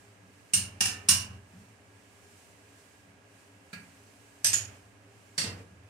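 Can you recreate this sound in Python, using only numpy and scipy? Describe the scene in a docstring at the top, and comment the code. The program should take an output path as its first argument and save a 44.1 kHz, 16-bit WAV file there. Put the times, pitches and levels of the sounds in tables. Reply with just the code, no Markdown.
"""Steel frame at a garage bench vise

A welded angle-iron frame in a bench vise, in a small garage with a humming machine: three hammer taps on
the clamped frame, a knock as it is lifted out, two clanks while loose, a clunk as it goes back into the vise.
Blows are decaying noise plus fluttering steel modes; each shakes the bench in proportion to its strength.
Air and hum are filtered noise, the bench is low sines, and a noise suppressor follows the microphones."""
import sys
import numpy as np
from scipy import signal
from scipy.fft import rfft, irfft
from scipy.io import wavfile
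from scipy.ndimage import uniform_filter1d, minimum_filter1d

SR = 44100
rng = np.random.default_rng(int(sys.argv[2]) if len(sys.argv) > 2 else 0)


def log_audio(samples):
    """Write samples as a 16-bit WAV file to the path given in sys.argv[1]."""
    # one column per channel
    frames = np.atleast_2d(samples).T
    # limit to full scale, then quantise
    limited = np.clip(frames, -1, 1)
    pcm = np.round(limited * 32767).astype(np.int16)
    wavfile.write(sys.argv[1], SR, pcm)


N = 259749
RING = int(1.5 * SR)  # samples kept of each blow
AGE = np.arange(RING) / SR  # seconds since the blow


def amp(db):
    """Decibels to gain."""
    return 10 ** (np.asarray(db) / 20)


def read(points, hz):
    """A table of (Hz, value) joined by lines on a log-frequency axis."""
    f, value = np.transpose(points)
    return np.interp(np.log(hz + 1), np.log(f + 1), value)


def freqs(x):
    """Frequencies of the spectrum of x."""
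    return np.fft.rfftfreq(x.shape[-1], 1 / SR)


def shaped(x, gain):
    """Filters x by a gain for each frequency."""
    return irfft(rfft(x) * gain, x.shape[-1])


def bell(hz, centre_hz, width_hz):
    """Resonance curve: one at its centre, half at one width to either side."""
    return 1 / (1 + ((hz - centre_hz) / width_hz) ** 2)


def rms(x):
    """Root mean square."""
    return np.sqrt(np.mean(x ** 2) + 1e-20)


def strength(x):
    """RMS over the first 80 ms of a blow."""
    return rms(x[..., :int(.08 * SR)])


def add(mix, s, sound):
    """Mixes a stereo sound in at time s."""
    part = mix[:, max(round(s * SR), 0):][:, :sound.shape[1]]
    part += sound[:, :part.shape[1]]


def diffuse(size):
    """White noise at two microphones: alike in the bass, nearly unrelated in the treble."""
    # Likeness of the two microphones. Each row: frequency in Hz, left-right correlation.
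    likeness = [(100, 0.92), (250, 0.92), (500, 0.64), (1000, 0.05), (3000, 0.044), (12000, .15)]
    a, b = rng.standard_normal((2, size))
    same = np.clip(read(likeness, freqs(a)), -1, 1)
    right = shaped(a, same) + shaped(b, np.sqrt(1 - same ** 2))
    return np.array([a, right])


def garage(low_cut_hz=28, waver_db=2.9, wavers_per_s=5, air_db=-53):
    """Steady air noise whose hiss wavers a little, and a machine's hum made of narrow noise bands."""
    # Colour of the air in the garage. Each row: frequency in Hz, relative level in dB per Hz.
    air_colour = [(15, -62), (25, -27.5), (70, -14), (102, -1), (130, -18), (185, -10), (335, -17.5),
                  (405, -16.5), (545, -13.5), (695, -14.5), (1370, -19), (2410, -18.5), (3340, -21),
                  (8360, -19), (16000, -37)]
    # Hum of the machine. Each row: centre in Hz, half-width in Hz, level in dB.
    hum_lines = [(105.2, 4.3, -64), (283, 15, -65), (405.7, 11, -67), (1645, 34, -68.5)]
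    air = diffuse(N)
    hz = freqs(air)
    low_cut = hz ** 2 / (hz ** 2 + low_cut_hz ** 2)
    air = shaped(air, amp(read(air_colour, hz)) * low_cut)
    knots = rng.standard_normal(size=64)
    drift_db = waver_db * np.interp(np.arange(N) / SR * wavers_per_s, np.arange(len(knots)), knots)
    hiss = shaped(air, 1 - bell(hz, 0, 4000))
    air = air + (amp(drift_db) - 1) * hiss
    out = amp(air_db) * air / rms(air)
    drive = diffuse(N)
    for centre, width, db in hum_lines:
        line = shaped(drive, bell(hz, centre, width))
        out += amp(db) * line / rms(line)
    return out


def sway(modes, rise_s):
    """Low modes that take a moment to build up and reach the two microphones slightly apart."""
    out = np.zeros((2, RING))
    for hz, db, t60 in modes:
        age = AGE + .0002 * rng.standard_normal((2, 1))  # arrival at each microphone
        detuned_hz = hz * rng.normal(1, 0.02)
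        out += amp(db - 60 * AGE / t60) * np.sin(2 * np.pi * (detuned_hz * age + rng.random()))
    out = out * (1 - np.exp(-AGE / rise_s))
    return out / strength(out)


def jolt(boom_db, knock_db):
    """The bench top knocks almost at once; the boom of the heavy bench builds up more slowly."""
    # Modes of the heavy bench. Each row: nominal frequency in Hz, relative level in dB, t60 in s.
    boom_modes = [(49.5, -24, 1), (73.3, -13.5, .8), (90.8, -14, .9), (94.4, -1, 0.79), (111.6, -3, 0.7)]
    # Modes of the bench top. Each row: nominal frequency in Hz, relative level in dB, t60 in s.
    knock_modes = [(150.6, -10, 0.94), (181, 4, 0.46), (203, -1, .6), (218.4, -6, 0.92), (254.6, -12, 1)]
    boom = amp(boom_db) * sway(boom_modes, rise_s=0.036)
    return boom + amp(knock_db) * sway(knock_modes, rise_s=0.0023)


def bench():
    """Dull bumps of the handled work, which shake the bench without ringing the steel."""
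    # Each row: start in seconds, boom of the bench in dB, knock of its top in dB.
    bumps = [(0.229, -77, -59.5), (1.29, -49.5, -56), (1.535, -56, -51), (3.071, -62.5, -62),
             (5.444, -46, -51.5), (5.71, -53, -61)]
    out = np.zeros((2, N))
    for s, boom_db, knock_db in bumps:
        add(out, s, jolt(boom_db, knock_db))
    return out


def clash(spectrum, modes, crack_db=-1, crack_s=0.0063, body_db=9, body_hz=1700,
          cluster_db=6, cluster_hz=45, lumpy_db=2.5):
    """Dense modes, clustered round the strong ones, and room echoes: a crack, then each band dies at its own speed."""
    # Decay of the crowd of weak modes. Each row: frequency in Hz, t60 in s.
    band_decay = [(150, 0.94), (500, 0.93), (1000, 0.67), (1900, 0.47), (2800, 0.45), (3900, 0.37),
                  (5500, 0.37), (7700, 0.3), (11000, 0.3)]
    noise = diffuse(RING)
    hz = freqs(noise)
    clusters = sum(amp(db) * bell(hz, centre, cluster_hz) for centre, db, _ in modes)
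    cluster_gain = np.sqrt(1 + amp(cluster_db) * clusters)
    knots = np.arange(0, SR / 2, 90)  # Hz
    lumps_db = lumpy_db * np.interp(hz, knots, rng.standard_normal(len(knots)))
    low_cut = hz / np.hypot(hz, 90)
    noise = shaped(noise, amp(read(spectrum, hz) + lumps_db) * cluster_gain * low_cut)
    centres, t60s = np.transpose(band_decay)
    out = np.zeros((2, RING))
    for pick, centre, t60 in zip(np.eye(len(t60s)), centres, t60s):
        # the first push of the blow stands out more in the bass and mids than in the treble
        crack = amp(crack_db + body_db * bell(centre, 0, body_hz)) * np.exp(-AGE / crack_s)
        band = shaped(noise, read(np.c_[centres, pick], hz))
        out += band * (amp(-60 * AGE / t60) + crack)
    return out / strength(out)


def ringing(modes, scatter=0.58, flutter_per_s=110):
    """Clear steel modes; echoes off the walls make each one flutter differently at each microphone."""
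    out, age = np.zeros((2, RING)), AGE[:RING // 2]
    for hz, db, t60 in modes:
        for ear in out:
            real, imag = rng.standard_normal((2, 256))
            echoes = np.interp(age * flutter_per_s, np.arange(len(real)), real + 1j * imag)
            carrier = np.exp(2j * np.pi * (hz * age + rng.random()))
            tone = ((1 + scatter * echoes) * carrier).real
            ear[:len(age)] += amp(db - 60 * age / t60) * tone / strength(tone)
    return out / strength(out)


def blow(row, modes, spectrum, ring_db, rise_s, favour_width_hz=150, bass_hz=500, pivot_hz=3000):
    """Steel meets steel and rebounds once; hardness sets the brightness, the spot struck favours some modes."""
    _, level_db, brightness_db, delay, rebound_db, favoured_hz, lift_db = row
    sound = clash(spectrum, modes)
    hz = freqs(sound)
    struck = [(f, db + lift_db * bell(f, favoured_hz, favour_width_hz), t60) for f, db, t60 in modes]
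    # the crowd of weak modes is lifted half as much as the clear ones
    sound = shaped(sound, amp(.5 * lift_db * bell(hz, favoured_hz, favour_width_hz)))
    sound = sound + amp(ring_db) * ringing(struck)
    # the tilt levels off in the bass
    octaves = np.log2(np.hypot(hz, bass_hz) / pivot_hz)
    sound = shaped(sound, amp(brightness_db * octaves))
    fade = np.minimum(2 * (AGE[-1] - AGE), 1) ** 2  # over the last half second
    sound = sound * (1 - np.exp(-AGE / rise_s)) * fade
    add(sound, delay, amp(rebound_db) * sound.copy())
    return amp(level_db) * sound / strength(sound)


def steel(blows, modes, spectrum, ring_db, rise_s, boom_db, knock_db):
    """All the blows on one piece of steel; a fixed share of each goes down into the bench."""
    out = np.zeros((2, N))
    for row in blows:
        s, level_db = row[:2]
        struck = blow(row, modes, spectrum, ring_db, rise_s)
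        add(out, s, struck + amp(level_db) * jolt(boom_db, knock_db))
    return out


# In the four sources below, columns are as follows.
# Blows, each row: start in seconds, level in dB, brightness in dB per octave, rebound delay in s,
# rebound in dB, frequency the striking point favours in Hz, its lift in dB.
# Modes, each row: frequency in Hz, relative level in dB, t60 in s.
# Crowd of weaker modes, each row: frequency in Hz, relative level in dB per Hz.
def lift_out():
    """A faint knock on the vise jaw as the frame is lifted out."""
    # The blow on the jaw, its ringing modes and its crowd, columns as above.
    nudges = [(3.73, -41.5, -2.4, .017, -21, 2270, 2)]
    jaw_modes = [(1384, -4, .4), (1654, 0, .4), (2343, -1, .35), (2393, -4, .35), (2606, -4, .35),
                 (4262, -2, .35), (4650, -5, .3), (6150, -9, .2)]
    jaw_crowd = [(150, -30), (450, -6), (750, -10), (1100, -9), (1550, 0), (2000, 3), (2700, 3), (3400, -4),
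                 (4500, 7), (5300, -4), (9000, -1.5), (15500, -16)]
    return steel(nudges, jaw_modes, jaw_crowd, ring_db=-5, rise_s=0.0014, boom_db=-16.5, knock_db=-5.5)


def put_back():
    """A clunk of two blows on the vise body as the frame goes back in."""
    # The blows on the vise body, its ringing modes and its crowd, columns as above.
    clunks = [(5.378, -29, 3, .033, -7.5, 4330, 7.3), (5.44, -39.5, -1.5, .029, -10, 290, 3)]
    vise_modes = [(1848, -14, 0.48), (2085, -8, 0.46), (2724, -10, 0.41), (3163, -15, 0.36),
                  (4417, -7, 0.28), (4622, 2, 0.3), (5090, -8, 0.27), (5740, -1, 0.27), (5830, -12, 0.27),
                  (7177, -10, 0.26), (7652, -7, 0.26), (8152, -12, 0.25), (8240, -9, 0.25),
                  (8609, -13, 0.25), (10407, -22, 0.23), (11441, -21, 0.23), (13375, -35, 0.23)]
    vise_crowd = [(90, -10), (150, 7.5), (280, -0.5), (480, 1), (780, -5.5), (1200, -1), (1650, -3.5),
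                  (2700, -1.5), (3600, -2), (4600, -0.5), (6500, -6), (8500, -3), (10000, -13),
                  (15500, -30)]
    return steel(clunks, vise_modes, vise_crowd, ring_db=-3.0, rise_s=0.0028, boom_db=-25, knock_db=-25.5)


def loose_clanks():
    """Two clanks of the loose steel, the ring stronger than the clash."""
    # The blows on the loose steel, its ringing modes and its crowd, columns as above.
    clanks = [(4.4443, -23.5, -0.76, .02, -4.5, 6720, -21), (4.531, -25, -0.79, .03, -18, 6680, 13.5)]
    loose_modes = [(4660, -13, 0.27), (4988, -7, 0.27), (5261, -9, 0.27), (5301, -11, 0.27),
                   (6028, -5, 0.27), (6095, -3, 0.27), (6165, -9, 0.27), (6656, -8, 0.26), (6691, -3, 0.26),
                   (6739, 0, 0.26), (6784, -1, 0.26), (6821, 0, 0.26), (6869, -5, 0.26), (8172, -1, 0.25),
                   (8208, -5, 0.25), (8245, -5, 0.25), (8310, -3, 0.25), (8364, -7, 0.25),
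                   (8620, -11, 0.25), (10423, -11, 0.23), (11375, -11, 0.23), (11440, -11, 0.23),
                   (11476, -7, 0.23), (11532, -15, 0.23)]
    loose_crowd = [(120, -12), (300, -25), (700, -14), (1150, -15), (1650, -0.5), (2100, -3), (2700, 3),
                   (3250, 2), (3600, -2.5), (5000, 2), (7000, 6), (9500, 0), (11500, 0.5), (12700, -25),
                   (15500, -30)]
    return steel(clanks, loose_modes, loose_crowd, ring_db=1.5, rise_s=0.0011, boom_db=-25.5, knock_db=-33.5)


def hammer_taps():
    """Three hammer taps on the clamped frame, the ring below the clash."""
    # The blows on the clamped frame, its ringing modes and its crowd, columns as above.
    taps = [(.5345, -23, 3, 0.033, -13.5, 8720, 19), (.8055, -24.5, 0.36, 0.047, -5, 1650, 8),
            (1.0862, -19, 2.5, .022, -6.5, 5210, 3.5)]
    frame_modes = [(650, -22, .9), (1790, -17, .45), (2335, -11, .4), (2702, -16, .36), (2795, -3, .38),
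                   (2860, -11, .35), (2950, -15, .35), (4561, -11, .28), (5216, -8, .27), (5255, -6, .27),
                   (5299, -7, .27), (5561, -5, .27), (5626, -3, .27), (5691, -3, .27), (5990, -8, .27),
                   (6115, -8, .27), (6547, -7, .26), (6635, -7, .26), (7161, -10, .26), (7294, -8, .26),
                   (8717, -12, .23), (9196, -1, .23), (9242, -4, .23), (9296, 1, .23), (9360, -7, .23),
                   (10036, -10, .22), (11190, -13, .2), (11438, -12, .22), (13270, -19, .22)]
    frame_crowd = [(120, -19.5), (280, -14), (480, -19), (660, -14.5), (1100, -9), (1750, -3.5),
                   (2050, -10), (2330, -1), (2550, -3), (2850, 4.5), (3300, -8.5), (4000, -3), (5700, -1),
                   (9300, -0.5), (12400, -16), (14500, -18), (16000, -23)]
    return steel(taps, frame_modes, frame_crowd, ring_db=-3.5, rise_s=0.0023, boom_db=-21.5, knock_db=-22.5)


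def scene():
    """Room, bench and steel together."""
    return garage() + bench() + lift_out() + put_back() + loose_clanks() + hammer_taps()


def dry_treble(x, split_hz=3100, depth_db=7, threshold_db=-47, knee_db=6):
    """The suppressor also follows the treble alone: it clamps the end of each ring and the hiss between blows."""
    treble = shaped(x, 1 / (1 + (split_hz / (freqs(x) + 1)) ** 20))
    power = abs(uniform_filter1d((treble ** 2).mean(0), size=700))
    level_db = 10 * np.log10(power + 1e-12)
    shut = .5 - .5 * np.tanh((level_db - threshold_db) / knee_db)
    return x + (amp(-depth_db * shut) - 1) * treble


def suppress(x, depth_db=3.5, threshold_db=-35, knee_db=2, hold_s=0.18):
    """A noise suppressor: turns everything down unless the treble has just been loud."""
    treble = shaped(x, freqs(x) > 2000)
    power = abs(uniform_filter1d((treble ** 2).mean(0), size=256))
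    level_db = 10 * np.log10(power + 1e-12)
    half = max(int(hold_s * SR / 2), 1)
    held_db = -minimum_filter1d(-level_db, 2 * half + 1, origin=half)  # loudest of the last hold_s
    shut = .5 - .5 * np.tanh((held_db - threshold_db) / knee_db)
    return x * amp(-depth_db * uniform_filter1d(shut, size=256))


def record(dry, edge_hz=15750):
    """The right microphone hears more of the upper mids; then the suppressor and the band limit."""
    # Balance of the two microphones. Each row: frequency in Hz, left minus right in dB.
    balance = [(100, -.5), (600, 0.5), (1300, -2.5), (2400, -6.5), (4400, -3), (6500, -9), (8300, 0),
               (15000, 0)]
    ratio = amp(read(balance, freqs(dry)))
    gains = np.array([ratio, np.ones_like(ratio)]) / np.sqrt((1 + ratio ** 2) / 2)
    microphones = shaped(dry, gains)
    quieted = suppress(dry_treble(microphones))
    low_pass = signal.firwin(255, edge_hz, window=("kaiser", 8), fs=SR)
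    return signal.oaconvolve(quieted, low_pass[None], "same")


dry = scene()
out = record(dry)
log_audio(out)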